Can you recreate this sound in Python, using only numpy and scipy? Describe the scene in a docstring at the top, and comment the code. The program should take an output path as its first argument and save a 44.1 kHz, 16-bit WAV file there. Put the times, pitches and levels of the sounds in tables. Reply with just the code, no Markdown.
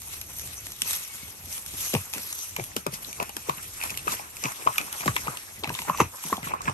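"""Two horses walk past a stereo microphone in a grove, with a low rumble far off throughout.
First their legs swish through grass and dry fronds and twigs snap; a faint whistle sounds in the distance.
From about 2 s the hooves land harder, thudding on soil, sliding over grit and crushing dry stems.
From about 4 s they come out onto a paved lane, where the hollow hooves ring longer as they clop.
At the end the clops move to the right and the top band fades as the horses walk off."""
import sys
import numpy as np
from scipy import signal
from scipy.fft import rfft, irfft
from scipy.io import wavfile
from scipy.ndimage import uniform_filter1d, map_coordinates

SR = 44100
rng = np.random.default_rng(int(sys.argv[2]) if len(sys.argv) > 2 else 0)


def pcm_store(signal):
    """Save signal as 16-bit PCM."""
    levels = np.round(np.clip(np.atleast_2d(signal), -1, 1) * 32767)
    wavfile.write(sys.argv[1], SR, levels.astype(np.int16).T)


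N = 296793

PAVING_FROM_S = 3.9
# The bright colour of rustles and snaps as heard through the microphone.
# Each row: frequency in Hz, spectral level in dB.
RUSTLE_SPECTRUM = [(710, -18), (1200, -10.5), (1600, -14), (2400, -8.5), (3400, -9.5), (4700, -11.5),
                   (5900, -5), (7000, -7), (9300, -4), (10100, -2), (10700, 1), (11600, 2), (12600, -7.5),
                   (13300, -43), (16000, -9.5)]
# Grit stirring underfoot between the slides. Each row: time in seconds, level in dB.
SHUFFLE_LEVEL = [(0, -58), (.7, -59.5), (1.4, -52.5), (2.3, -58.5), (3.4, -58), (4.3, -58), (5.3, -46),
                 (5.5, -61), (5.66, -59), (6.15, -69.5), (6.4, -72.5), (6.73, -69)]


def thuds():
    """The ground swings a few times, its pitch sinking as the hoof settles; crushed soil roughens it."""
    # Weight landing. Each row: start in seconds, level in dB, first pitch in Hz, last pitch in Hz.
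    landings = [(0.819, -37.5, 372, 172), (1.937, -17, 560, 134), (1.9507, -18, 413, 92),
                (2.587, -26, 640, 193), (2.596, -27.5, 450, 110), (2.763, -25.5, 560, 178),
                (2.864, -21, 680, 137), (2.929, -35.5, 300, 136), (3.199, -36.5, 560, 178),
                (3.365, -35.5, 413, 203), (3.486, -27, 630, 130), (4.069, -29.5, 630, 160),
                (4.431, -32, 540, 296), (4.449, -29, 304, 117), (4.46, -31.5, 231, 121),
                (4.622, -35.5, 540, 353), (4.663, -20, 560, 394), (4.684, -35, 254, 111),
                (5.004, -38, 246, 140), (5.06, -21.5, 440, 123), (5.079, -23.5, 430, 99),
                (5.092, -29, 150, 96), (5.159, -37, 476, 251), (5.267, -31, 634, 346),
                (5.282, -29.5, 207, 137), (5.296, -31.5, 171, 126), (5.627, -33, 635, 350),
                (5.634, -30.5, 580, 210), (5.676, -29.5, 254, 111), (5.698, -28.5, 284, 113),
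                (5.714, -32, 199, 119), (5.799, -39.5, 298, 150), (5.883, -36.5, 480, 151),
                (5.901, -34.5, 297, 129), (6.0, -14.5, 625, 250), (6.014, -21, 330, 88.3),
                (6.044, -36, 200, 110), (6.251, -33.5, 247, 158), (6.324, -20, 460, 186),
                (6.379, -35, 348, 151), (6.43, -33.5, 246, 94), (6.467, -35, 254, 129),
                (6.682, -26, 277, 100), (6.696, -30, 232, 121)]
    sink_s, packed_hz, deep_hz = 0.0056, 455, 100
    out, t = np.zeros((2, N)), np.arange(round(.3 * SR)) / SR
    soil_band = signal.butter(2, [130, 600], "band", fs=SR, output="sos")
    jerk_band = signal.butter(2, 70, fs=SR, output="sos")
    for s, db, first_hz, last_hz in landings:
        noise = rng.standard_normal(len(t))
        lumps = rms_one(signal.sosfilt(jerk_band, noise[::-1]))   # the ground gives way in jerks
        pitch = last_hz + (first_hz - last_hz) * np.exp(-t / sink_s)
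        swing = from_db(2.8 * lumps) * sine(pitch * (1 + 0.07 * lumps))
        soil = rms_one(signal.sosfilt(soil_band, noise))
        soil *= from_db(-3) * rise(t, 0.0017) * decay(t, 0.097)
        swings = 13.1 if s > PAVING_FROM_S else 14.5   # the lane stops the swing sooner
        thud = (swing + soil) * decay(t, swings / last_hz)
        # Packed earth knocks under the sole; the deep soil answers late.
        packed = from_db(-9.5 + 2.4 * lumps) * sine(packed_hz * (1 + 0.074 * lumps))
        deep = from_db(-10 + 1.9 * lumps) * sine(deep_hz * (1 + 0.18 * lumps))
        thud += packed * decay(t, 0.025) + deep * rise(t, 0.0093) * decay(t, 0.094)
        add(out, s, from_db(db) * rise(t, 0.00082) * thud)
    return out


def clops():
    """The hollow hoof rings briefly in two modes; grit under it keeps the ring going in uneven bursts."""
    # The hoof wall on hard ground. Each row: start in seconds, level in dB, pitch in Hz.
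    knocks = [(1.949, -20.5, 930), (1.964, -26, 935), (2.137, -32.5, 875), (2.566, -26.5, 990),
              (2.596, -23.5, 690), (2.766, -24.5, 1330), (2.864, -18.5, 1180), (2.872, -25, 1300),
              (3.201, -14.5, 950), (3.226, -27, 840), (3.294, -32, 825), (3.368, -29, 900),
              (3.495, -11, 1030), (3.507, -32, 1050), (3.535, -35, 1050), (3.837, -23.5, 950),
              (4.078, -13.5, 1230), (4.124, -22.5, 1040), (4.196, -27.5, 840), (4.439, -25, 1210),
              (4.446, -32, 1200), (4.463, -25.5, 1010), (4.471, -29, 1000), (4.482, -25, 1020),
              (4.667, -24, 780), (4.672, -4.5, 1078), (4.688, -22.5, 1000), (4.696, -25, 1080),
              (4.706, -29, 1110), (4.717, -39, 1040), (4.783, -19, 1270), (5.057, -26, 790),
              (5.079, -11.5, 1140), (5.165, -19.5, 1010), (5.271, -24, 945), (5.28, -16.5, 1243),
              (5.636, -30, 1180), (5.641, -22.5, 870), (5.654, -31, 785), (5.691, -27.5, 1610),
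              (5.673, -29, 1180), (5.702, -22, 980), (5.752, -31, 1050), (5.79, -28, 995),
              (5.819, -30.5, 920), (5.85, -33, 820), (5.881, -28, 966), (5.888, -28, 950),
              (5.897, -9, 1047), (5.917, -32, 1290), (5.931, -30, 1210), (5.941, -30, 1140),
              (5.946, -22.5, 1110), (5.985, -28, 930), (6.001, -9.5, 1207), (6.0032, -8, 971),
              (6.007, -23, 953), (6.013, -12.5, 940), (6.239, -32.5, 1000), (6.3, -30.5, 950),
              (6.327, -11.5, 1095), (6.346, -27, 1070), (6.379, -26, 755), (6.366, -35, 1040),
              (6.429, -38, 1000), (6.446, -37, 1010), (6.471, -23.5, 1120), (6.487, -34, 940),
              (6.536, -12.5, 1077), (6.548, -24, 1060), (6.557, -29, 1070), (6.606, -24.5, 1115),
              (6.676, -20, 1650), (6.679, -15, 1040), (6.685, -17, 1170), (6.694, -22, 905)]
    # The lead horse takes the lane to the right. Each row: time in seconds, left over right in dB.
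    lean = [(0, 1.5), (4.8, 3.5), (5.7, 1), (6.73, -5)]
    soil_t60_s, paving_t60_s = 0.012, 0.022
    out, t = np.zeros((2, N)), np.arange(round(.2 * SR)) / SR
    for s, db, hz in knocks:
        noise, chance = rng.standard_normal((2, 2, len(t)))   # grit differs between left and right
        ring = np.sin(2 * np.pi * hz * t) + 0.27 * np.sin(2 * np.pi * 1.108 * hz * t)
        ring *= decay(t, paving_t60_s if s > PAVING_FROM_S else soil_t60_s)
        grind = rms_one(resonate(noise, 0.69 * hz, 0.2 * hz)) * from_db(-22) * decay(t, 0.035)
        grains = (chance[1] + noise[:, ::-1]) * (abs(chance[0]) > 2.6)   # a few hundred a second
        grain_ring = resonate(resonate(grains, 1.08 * hz, 0.24 * hz), 1.07 * hz, 0.26 * hz)
        grind += rms_one(grain_ring) * from_db(-28) * decay(t, 0.099)
        knock = rise(t, 0.0016, power=2) * (ring + grind)
        add(out, s, from_db(db) * knock / abs(knock).max())
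    lean_db, = in_time(lean)
    return out * from_db([lean_db / 2, -lean_db / 2])


def snaps():
    """A twig's fibres tear, break and die away at once: a woody body and a bright top."""
    # Twigs and grit cracking. Each row: time in seconds, level in dB, extra gain of the top in dB,
    # pitch of the body in Hz.
    cracks = [(.018, -51.5, 23, 6450), (0.2132, -33.5, 11.5, 2500), (.395, -33.5, 8.5, 6100),
              (0.474, -46, 19, 2870), (0.6674, -34.5, 10, 1910), (0.7194, -36.5, 11, 3100),
              (0.7884, -46, 11, 3580), (0.8188, -16, 6, 2800), (0.9083, -26, 9, 3760),
              (0.915, -33, 4, 3500), (0.9315, -28.5, 12.5, 3540), (0.938, -31, 4, 3500),
              (.951, -36, 2, 3500), (1.035, -39, 9, 3500), (1.5263, -23, -11, 5660), (1.579, -41, 17, 3000),
              (1.662, -31, 6, 9700), (1.8065, -27, -1, 7400), (1.827, -33, -4, 6500),
              (1.934, -24, -10, 2770), (1.9385, -18.5, 1, 2550), (1.939, -18.5, -20, 5600),
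              (1.9495, -14, -24, 2570), (2.1305, -31, 5, 5000), (2.136, -20, 1, 2640),
              (2.138, -31, -10, 5300), (2.181, -27.5, 4.5, 2000), (2.303, -39, 11, 4220),
              (2.327, -24, 4, 6500), (2.5635, -18, -1, 2400), (2.596, -24.5, -25, 2360),
              (2.639, -42, 19, 2570), (2.716, -35.5, -8, 1890), (2.7648, -20, 6.5, 2950),
              (2.8654, -24, 4, 2500), (2.887, -43, -13, 2000), (3.046, -25, -21, 3760),
              (3.1284, -32.5, 8, 2500), (3.1996, -19.5, -10, 2420), (3.227, -26, 5.5, 2420),
              (3.2928, -33.5, 8, 2760), (3.2995, -37, -14, 2840), (3.3664, -30, 12.5, 2760),
              (3.367, -25, -22, 1480), (3.4943, -19, -8, 2600), (3.581, -29, -29, 2600),
              (3.802, -31, -12, 2480), (3.813, -20.5, -19, 2420), (3.826, -22, -21, 2490),
              (3.837, -25.5, 6, 2495), (3.857, -34, -10, 2500), (3.873, -31, -10, 2500),
              (3.896, -23, -9, 2660), (3.9034, -23.5, 3.5, 2600), (3.919, -35, -10, 1900),
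              (3.941, -29, -15, 2080), (3.949, -33, -14, 3000), (3.974, -24.5, 5.5, 2850),
              (3.991, -30, -5.5, 2640), (4.073, -23, -15, 2550), (4.08, -22.5, -18, 2500),
              (4.1206, -29, 8, 2600), (4.136, -27, -1, 1690), (4.168, -31, -10, 2860),
              (4.193, -29, -16, 2340), (4.368, -37, 11.5, 2440), (4.4379, -14, -25, 5850),
              (4.4386, -20.5, -11, 2570), (4.4515, -28, -16, 5750), (4.446, -23.5, -21, 2480),
              (4.4542, -18, -20, 2440), (4.622, -32.5, -20, 2680), (4.666, -25, -15, 2560),
              (4.6727, -18.5, -27, 2630), (4.7586, -28, -2, 2660), (4.781, -10, -2.5, 2450),
              (4.799, -29, -10, 2570), (4.8126, -23.5, -4, 2360), (4.927, -34.5, -16.5, 1510),
              (4.9268, -31.5, 13, 2900), (5.007, -24.5, -1.5, 2330), (5.0175, -31.5, 3, 2330),
              (5.0585, -41, 22, 3300), (5.0776, -13, -14, 1780), (5.157, -40, 15.5, 3000),
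              (5.1636, -10.5, -9.5, 2170), (5.165, -18.5, -22, 3350), (5.178, -25, -12, 2530),
              (5.219, -33, -15, 1800), (5.2722, -23, -11, 2260), (5.3713, -26, 4, 2660),
              (5.636, -17, -28, 3700), (5.6429, -15, -25, 2560), (5.654, -28, -20.5, 2300),
              (5.674, -24, -7, 2500), (5.693, -21.5, -4, 2620), (5.741, -23, -15, 2600),
              (5.75, -20, -11, 3400), (5.7889, -16.5, -17, 2260), (5.79, -32, -10, 3580),
              (5.818, -23, -5, 2500), (5.896, -23.5, -27, 2620), (5.946, -35, -18, 2450),
              (5.9738, -30, 6, 2620), (6.0013, -15, -25, 2250), (6.003, -15.5, -14, 6830),
              (6.006, -19, -20, 1680), (6.0138, -21, -21, 2520), (6.238, -45, 20.5, 2480),
              (6.27, -36, -12, 2180), (6.3265, -23, -10, 1730), (6.327, -33, -15, 3370),
              (6.3416, -37, -6, 2450), (6.368, -27.5, -5, 3420), (6.4294, -26, -20.5, 2230),
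              (6.444, -34, 0, 1500), (6.475, -31, -10, 2430), (6.495, -37, -13.5, 2280),
              (6.6175, -34, 10, 2350), (6.6552, -28.5, -31, 2420), (6.679, -23, -18, 2370),
              (6.697, -29, 0, 2900)]
    tear_s, body_t60_s, top_t60_s = .0014, 0.013, 0.015
    body, top = np.zeros((2, 2, N))
    t = np.arange(round(.08 * SR)) / SR
    for s, db, top_db, hz in cracks:
        noise = rng.standard_normal((3, len(t)))
        burst = np.tanh(noise[0] + 0.64 * noise[1:]) * rise(t, tear_s, power=2)
        burst[:, round(tear_s * SR)] += 1.93   # the click of the break itself
        tear = burst * decay(t, body_t60_s)
        wood = resonate(resonate(tear, hz, .27 * hz), hz, .27 * hz)
        knock = wood + .3 * resonate(tear, 1.06 * hz, 0.68 * hz)   # a broad band of splintering
        add(body, s - tear_s / 2, from_db(db) * knock / abs(knock).max())
        add(top, s - tear_s / 2, from_db(db + top_db) * decay(t, top_t60_s) * 2 * burst)
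    softened = signal.lfilter([1, 0.45], [1], top)
    return body + coloured(softened, RUSTLE_SPECTRUM) * top.std()


def leg_swishes():
    """Legs sweep through dry leaves, which crackle densely and rustle on between the sweeps."""
    # Each row: loudest moment in seconds, level in dB, swell in seconds, fade in seconds.
    sweeps = [(.17, -35, 0.33, 0.078), (.42, -35, 0.18, 0.31), (.87, -35, 0.021, 0.071),
              (.905, -23.5, 0.05, 0.029), (.94, -27.5, .02, 0.082), (1.52, -34.5, 0.031, 0.089),
              (1.57, -31.5, 0.086, 0.012), (1.85, -26, 0.12, 0.12), (1.95, -32.5, 0.095, 0.12),
              (2.14, -31.5, 0.015, 0.13), (2.43, -33.5, 0.33, 0.13), (2.62, -37.5, 0.15, 0.18),
              (2.78, -34.5, 0.016, 0.025), (2.94, -29, 0.016, 0.028), (3.06, -36, 0.085, 0.17),
              (3.22, -41, 0.027, 0.054), (3.85, -32, 0.033, 0.21), (4.1, -27, 0.035, 0.099),
              (4.46, -35.5, 0.19, 0.83), (4.76, -36, 0.081, 0.12), (4.99, -29.5, 0.027, 0.042),
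              (5.07, -29, 0.02, 0.033), (5.65, -46, 0.018, .1), (5.78, -31.5, 0.089, 0.17),
              (6.01, -28.5, 0.03, 0.025), (6.23, -35.5, 0.025, 0.11), (6.34, -32, 0.21, 0.047),
              (6.46, -33, 0.034, 0.059), (6.64, -38, 0.03, 0.46)]
    # Leaves between the sweeps. Each row: time in seconds, level in dB.
    rustle = [(0, -74), (.28, -56), (.65, -43.5), (1.2, -38), (1.4, -42.5), (2.8, -49.5), (3.28, -43.5),
              (3.5, -38), (3.8, -37.5), (4.2, -55), (5.2, -33.5), (5.55, -44), (6.1, -68), (6.73, -55)]
    return litter(RUSTLE_SPECTRUM, swells(sweeps, in_time(rustle)[0]),
                  per_s=2500, spread_db=3.0, hiss=0.056, flicker_db=8.5, wide=2.62, patch_db=2.0)


def frond_drags():
    """A dry frond sings near one pitch as it is dragged."""
    # Each row: loudest moment in seconds, level in dB, swell in seconds, fade in seconds.
    drags = [(.4, -43, .1, 0.061), (.59, -44, 0.046, 0.031), (.87, -37, 0.027, 0.065),
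             (1.53, -43, 0.033, 0.054), (1.87, -36, 0.048, 0.046), (2.42, -38.5, 0.065, 0.052),
             (3.09, -41, 0.016, 0.059), (4.45, -38, .01, .02), (4.98, -44, .02, .03),
             (6.01, -33.5, 0.041, 0.03), (6.26, -43.5, .03, .06)]
    # The frond's narrow band. Each row: frequency in Hz, spectral level in dB.
    spectrum = [(4300, -30), (5300, -13), (6000, 8), (6700, -2), (8000, -61)]
    return litter(spectrum, swells(drags, -71),
                  per_s=1200, spread_db=4.5, hiss=0.11, flicker_db=-4.0, wide=1.0, patch_db=0.5)


def scuffs():
    """A hoof slides over soil and grit in a short, dull scrape."""
    # Each row: loudest moment in seconds, level in dB, fade in seconds (taken as 5 ms at least).
    slides = [(.87, -41, 0), (1.94, -45, -0.06), (2.16, -41, 0.08), (2.59, -50, 0.46), (2.91, -50, 1),
              (3.214, -38.5, 0.07), (3.3, -52, -0.5), (3.5, -38, 0), (3.584, -40.5, 0.05),
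              (3.81, -40, 0.23), (4.09, -38.5, 0.17), (4.447, -35.5, 0.09), (4.56, -50.5, 16),
              (4.671, -44, 0.83), (4.81, -38.5, 0.006), (5.039, -33, -0.13), (5.272, -36, -0.03),
              (5.642, -41, 0.16), (5.79, -47.5, 0.15), (5.886, -33.5, 0.03), (5.985, -41, 0.006),
              (6.013, -24, -0.02), (6.25, -42.5, 0.06), (6.32, -43, 0), (6.44, -37.5, 0.2),
              (6.52, -34.5, 0.006), (6.688, -25.5, -0.15)]
    # The scrape's dull colour. Each row: frequency in Hz, spectral level in dB.
    spectrum = [(88, -29), (150, 1.5), (351, -1.5), (632, -2.5), (710, -1), (1030, 2), (1240, -0.5),
                (1750, -2.5), (2580, -3.5), (3360, -20.5), (4510, -18.5), (5000, -60), (6500, -53),
                (11000, -120)]
    swell_s = 0.017
    scrapes = [(s, db, swell_s, fade) for s, db, fade in slides]
    return litter(spectrum, swells(scrapes, in_time(SHUFFLE_LEVEL)[0]),
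                  per_s=1500, spread_db=4.0, hiss=0.52, flicker_db=6.0, wide=1.8, patch_db=4.5)


def crunches():
    """Dry stems are crushed under the sole, and crackle faintly between the steps."""
    # Each row: loudest moment in seconds, level in dB, swell in seconds, fade in seconds.
    crushes = [(.13, -45, .03, 0.032), (.88, -40, 0.027, 0.15), (1.96, -40, 0.016, 0.045),
               (2.15, -42, .01, 0.079), (2.58, -56, .02, 0.059), (2.94, -46, 0.017, 0.029),
               (3.215, -40, 0.011, 0.028), (3.3, -51, .01, 0.034), (3.38, -50, .01, 0.032),
               (3.5, -47, 0.036, 0.035), (3.85, -51, 0.031, 0.092), (4.1, -42, 0.029, 0.068),
               (4.45, -42.5, .015, 0.034), (4.68, -51, 0.018, 0.025), (4.8, -43, .03, .05),
               (5.01, -50, .02, .03), (5.18, -51, .01, .04), (5.66, -48, 0.017, 0.09),
               (5.95, -47, .02, .03), (6.02, -37, 0.05, 0.033), (6.46, -56, 0.027, 0.04),
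               (6.68, -50, 0.024, 0.051)]
    # The crunch's narrow band near 2.6 kHz, where the microphone rings.
    # Each row: frequency in Hz, spectral level in dB.
    spectrum = [(1300, -49), (1900, -2), (2300, -3.5), (2600, 5.5), (2950, -7.5), (3500, -27), (5000, -45)]
    between_db = in_time(SHUFFLE_LEVEL)[0] - 10
    stems = crackle(per_s=640, spread_db=2.5, hiss=0.2) + 0.68 * rng.standard_normal((2, N))
    return from_db(swells(crushes, between_db)) * coloured(stems, spectrum)


def grove(x):
    """A smeared echo off the nearest trunk and scatter from the others; thin trunks return no bass."""
    echo_s, scatter_t60_s = 0.028, 0.13
    t = np.arange(round(.3 * SR)) / SR
    echo = from_db(-39 - 13000 * (t - echo_s).clip(0)) * (t >= echo_s)
    scatter = from_db(-35.5) * decay(t, scatter_t60_s) * (t > .005)
    band = signal.butter(1, [350, 16000], "band", fs=SR, output="sos")
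    response = signal.sosfilt(band, (echo + scatter) * rng.standard_normal((2, len(t))))
    return signal.fftconvolve(x, response, axes=1)[:, :N]


def far_whistle():
    """A faint, thin whistle in the distance: a narrow band of noise that swells twice."""
    # Each row: loudest moment in seconds, level in dB, swell in seconds, fade in seconds.
    notes = [(1.1, -50.5, 0.056, 0.1), (1.25, -51, .1, .06)]
    # The whistle's band. Each row: frequency in Hz, spectral level in dB.
    spectrum = [(1900, -58), (2130, -12), (2200, -4), (2270, -15), (2500, -50)]
    return from_db(swells(notes, -120)) * coloured(rng.standard_normal(N), spectrum)


def far_rumble():
    """Low noise from far off wavers slowly, nearly the same on both sides."""
    # The rumble's colour. Each row: frequency in Hz, spectral level in dB.
    spectrum = [(15, -45), (25, -16), (42, -9), (81, 0), (124, -6), (158, -11), (230, -16.5), (301, -16.5),
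                (372, -18), (900, -23.5), (1170, -66), (1980, -120)]
    # Its course. Each row: time in seconds, level in dB.
    level = [(0, -48), (.4, -52.5), (1.2, -51), (2.4, -51.5), (3.8, -53), (6.73, -52)]
    noise = rng.standard_normal(N) * from_db(4.1 * drift(2.7)) + 0.17 * rng.standard_normal((2, N))
    return from_db(in_time(level)[0]) * coloured(noise, spectrum)


def microphone_ports(x):
    """The right port is mostly further from the horses; the top band reaches both alike but for phase."""
    # Where the horses are. Each row: time in seconds, lead of the left port in ms,
    # left over right in dB before weighting by frequency, gain of the top band in dB.
    bearing = [(0, 0.11, 2.5, 1), (.7, 0.13, 3.5, -0.5), (1.4, 0.14, 5.5, 1), (2.2, 0.13, 2.5, -0.5),
               (2.8, 0.42, 4, -1), (3.5, 0.42, 2, -2.5), (4.1, 0.41, 2, -1.5), (4.7, 0.35, 2, -1),
               (5.8, 0.138, 2, -2), (6.2, -0.18, 1, 0), (6.5, 0.38, 3, -1.5), (6.73, 0.39, 2, -10.5)]
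    # How strongly each band leans to one side. Each row: frequency in Hz, weight of the panned sound.
    lean = [(60, 0.48), (250, 0.94), (1000, 0.75), (1650, -0.021), (2600, 0.33), (3600, 2.08), (5800, 1.14),
            (7000, 0.66), (8000, -1.7), (9000, 0.011)]
    # The housing turns the phase between the ports. Each row: frequency in Hz, angle in radians.
    housing_phase = [(9000, 0.17), (9730, 2.71), (10400, 3.01), (11800, 6.5)]
    lead_ms, pan_db, top_db = in_time(bearing)
    right = map_coordinates(x[1], [np.arange(N) - lead_ms * SR / 1000], order=3)
    both = np.array([x[0], right])
    hz = np.fft.rfftfreq(N, 1 / SR)
    weight = np.interp(hz, *np.transpose(lean))
    heard = weight * rfft(both * from_db([pan_db / 2, -pan_db / 2])) + (1 - weight) * rfft(both)
    turn = np.exp(.5j * np.outer([-1, 1], np.interp(hz, *np.transpose(housing_phase))))
    centred = rfft(from_db(top_db) * x.mean(axis=0)) * turn
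    top = hz > 9200
    heard[:, top] = centred[:, top] + 0.047 * heard[:, top]
    return irfft(heard, N)


def litter(spectrum, level_db, per_s, spread_db, hiss, flicker_db, wide, patch_db):
    """One near stream of crackle for both ports, plus a wide share of noise that each hears alone."""
    near = crackle(per_s, spread_db, hiss) * from_db(flicker_db * np.tanh(drift(40)))
    stereo = near + wide * rng.standard_normal((2, N))
    return from_db(level_db) * coloured(patchy(stereo, patch_db), spectrum)


def crackle(per_s, spread_db, hiss):
    """Uneven clicks in clumps over a share of plain hiss."""
    sizes = from_db(spread_db * np.minimum(rng.exponential(1, N), 4.0)) * rng.choice([-1, 1], N)
    clicks = sizes * (rng.random(N) < per_s * from_db(3 * np.tanh(drift(40))) / SR)
    return rms_one(clicks) + hiss * rng.standard_normal(N)


def patchy(x, patch_db):
    """Each leaf has its own colour: patches about 1 kHz wide and 30 ms long come and go."""
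    cells = signal.stft(x, nperseg=256)[2]
    field = rng.standard_normal(cells.shape[1:])
    for _ in range(2):
        field = uniform_filter1d(uniform_filter1d(field, size=5, axis=0), size=8, axis=1)
    return signal.istft(cells * from_db(patch_db * rms_one(field)), nperseg=256)[1][:, :N]


def swells(rows, between_db):
    """Level in dB of peaks summed in power over a bed; swell and fade are each the time for 10 dB."""
    t = np.arange(0, N, 40) / SR
    power = sum(from_db(db - 10 * np.maximum((s - t) / max(swell, .005), (t - s) / max(fade, .005))) ** 2
                for s, db, swell, fade in rows)
    return 10 * np.log10(np.interp(np.arange(N) / SR, t, power) + from_db(between_db) ** 2)


def drift(rate_hz):
    """A slow random wander, spread 1."""
    pole = np.exp(-80 * np.pi * rate_hz / SR)
    slow = signal.lfilter([1], [1, -2 * pole, pole * pole], rng.standard_normal(N // 40 + 2002))[2000:]
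    return np.interp(np.arange(N) / 40, np.arange(len(slow)), rms_one(slow))


def coloured(x, spectrum):
    """Filter by rows of Hz and dB, then scale to rms 1."""
    hz, db = np.transpose(spectrum)
    grid = np.fft.rfftfreq(2 ** 19, 1 / SR) + 1
    gain = from_db(np.interp(np.log(grid), np.log(hz), db))
    return rms_one(irfft(rfft(x, 2 ** 19) * gain)[..., :N])


def resonate(x, hz, width_hz):
    """One resonance, gain 1 at its peak."""
    r = np.exp(-np.pi * width_hz / SR)
    feedback = [1, -2 * r * np.cos(2 * np.pi * hz / SR), r * r]
    return signal.lfilter([(1 - r * r) / 2, 0, (r * r - 1) / 2], feedback, x)


def sine(hz):
    """A sine that follows a moving pitch."""
    return np.sin(2 * np.pi * np.cumsum(hz) / SR)


def rise(t, rise_s, power=1):
    """An onset from 0 towards 1."""
    return 1 - np.exp(-(t / rise_s) ** power)


def decay(t, t60_s):
    """A fall of 60 dB every t60_s."""
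    return from_db(-60 * t / t60_s)


def from_db(db):
    """Level to gain."""
    return 10 ** (np.asarray(db) / 20)


def rms_one(x):
    """Scale to rms 1."""
    return x / np.sqrt(np.mean(x ** 2) + 1e-20)


def in_time(rows):
    """Each column of a curve, sample by sample."""
    s, *columns = np.transpose(rows)
    return [np.interp(np.arange(N) / SR, s, column) for column in columns]


def add(out, s, sound):
    """Mix a short sound in at s seconds."""
    i = round(s * SR)
    out[:, i:i + sound.shape[-1]] += sound[..., :N - i]


def scene():
    """Steps, their echoes and the litter underfoot at the microphone, with the far sounds behind."""
    steps = thuds() + clops() + snaps()
    underfoot = crunches() + leg_swishes() + frond_drags() + scuffs()
    return far_rumble() + microphone_ports(steps + underfoot + far_whistle() + grove(steps))


def record(dry):
    """The microphone's bass falls away and the top is cut."""
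    bass_cut_hz, top_cut_hz = 28, 16500
    thinned = signal.sosfilt(signal.butter(2, bass_cut_hz, "high", fs=SR, output="sos"), dry)
    return signal.sosfilt(signal.cheby2(12, 70, top_cut_hz, fs=SR, output="sos"), thinned)


dry = scene()
out = record(dry)
pcm_store(out)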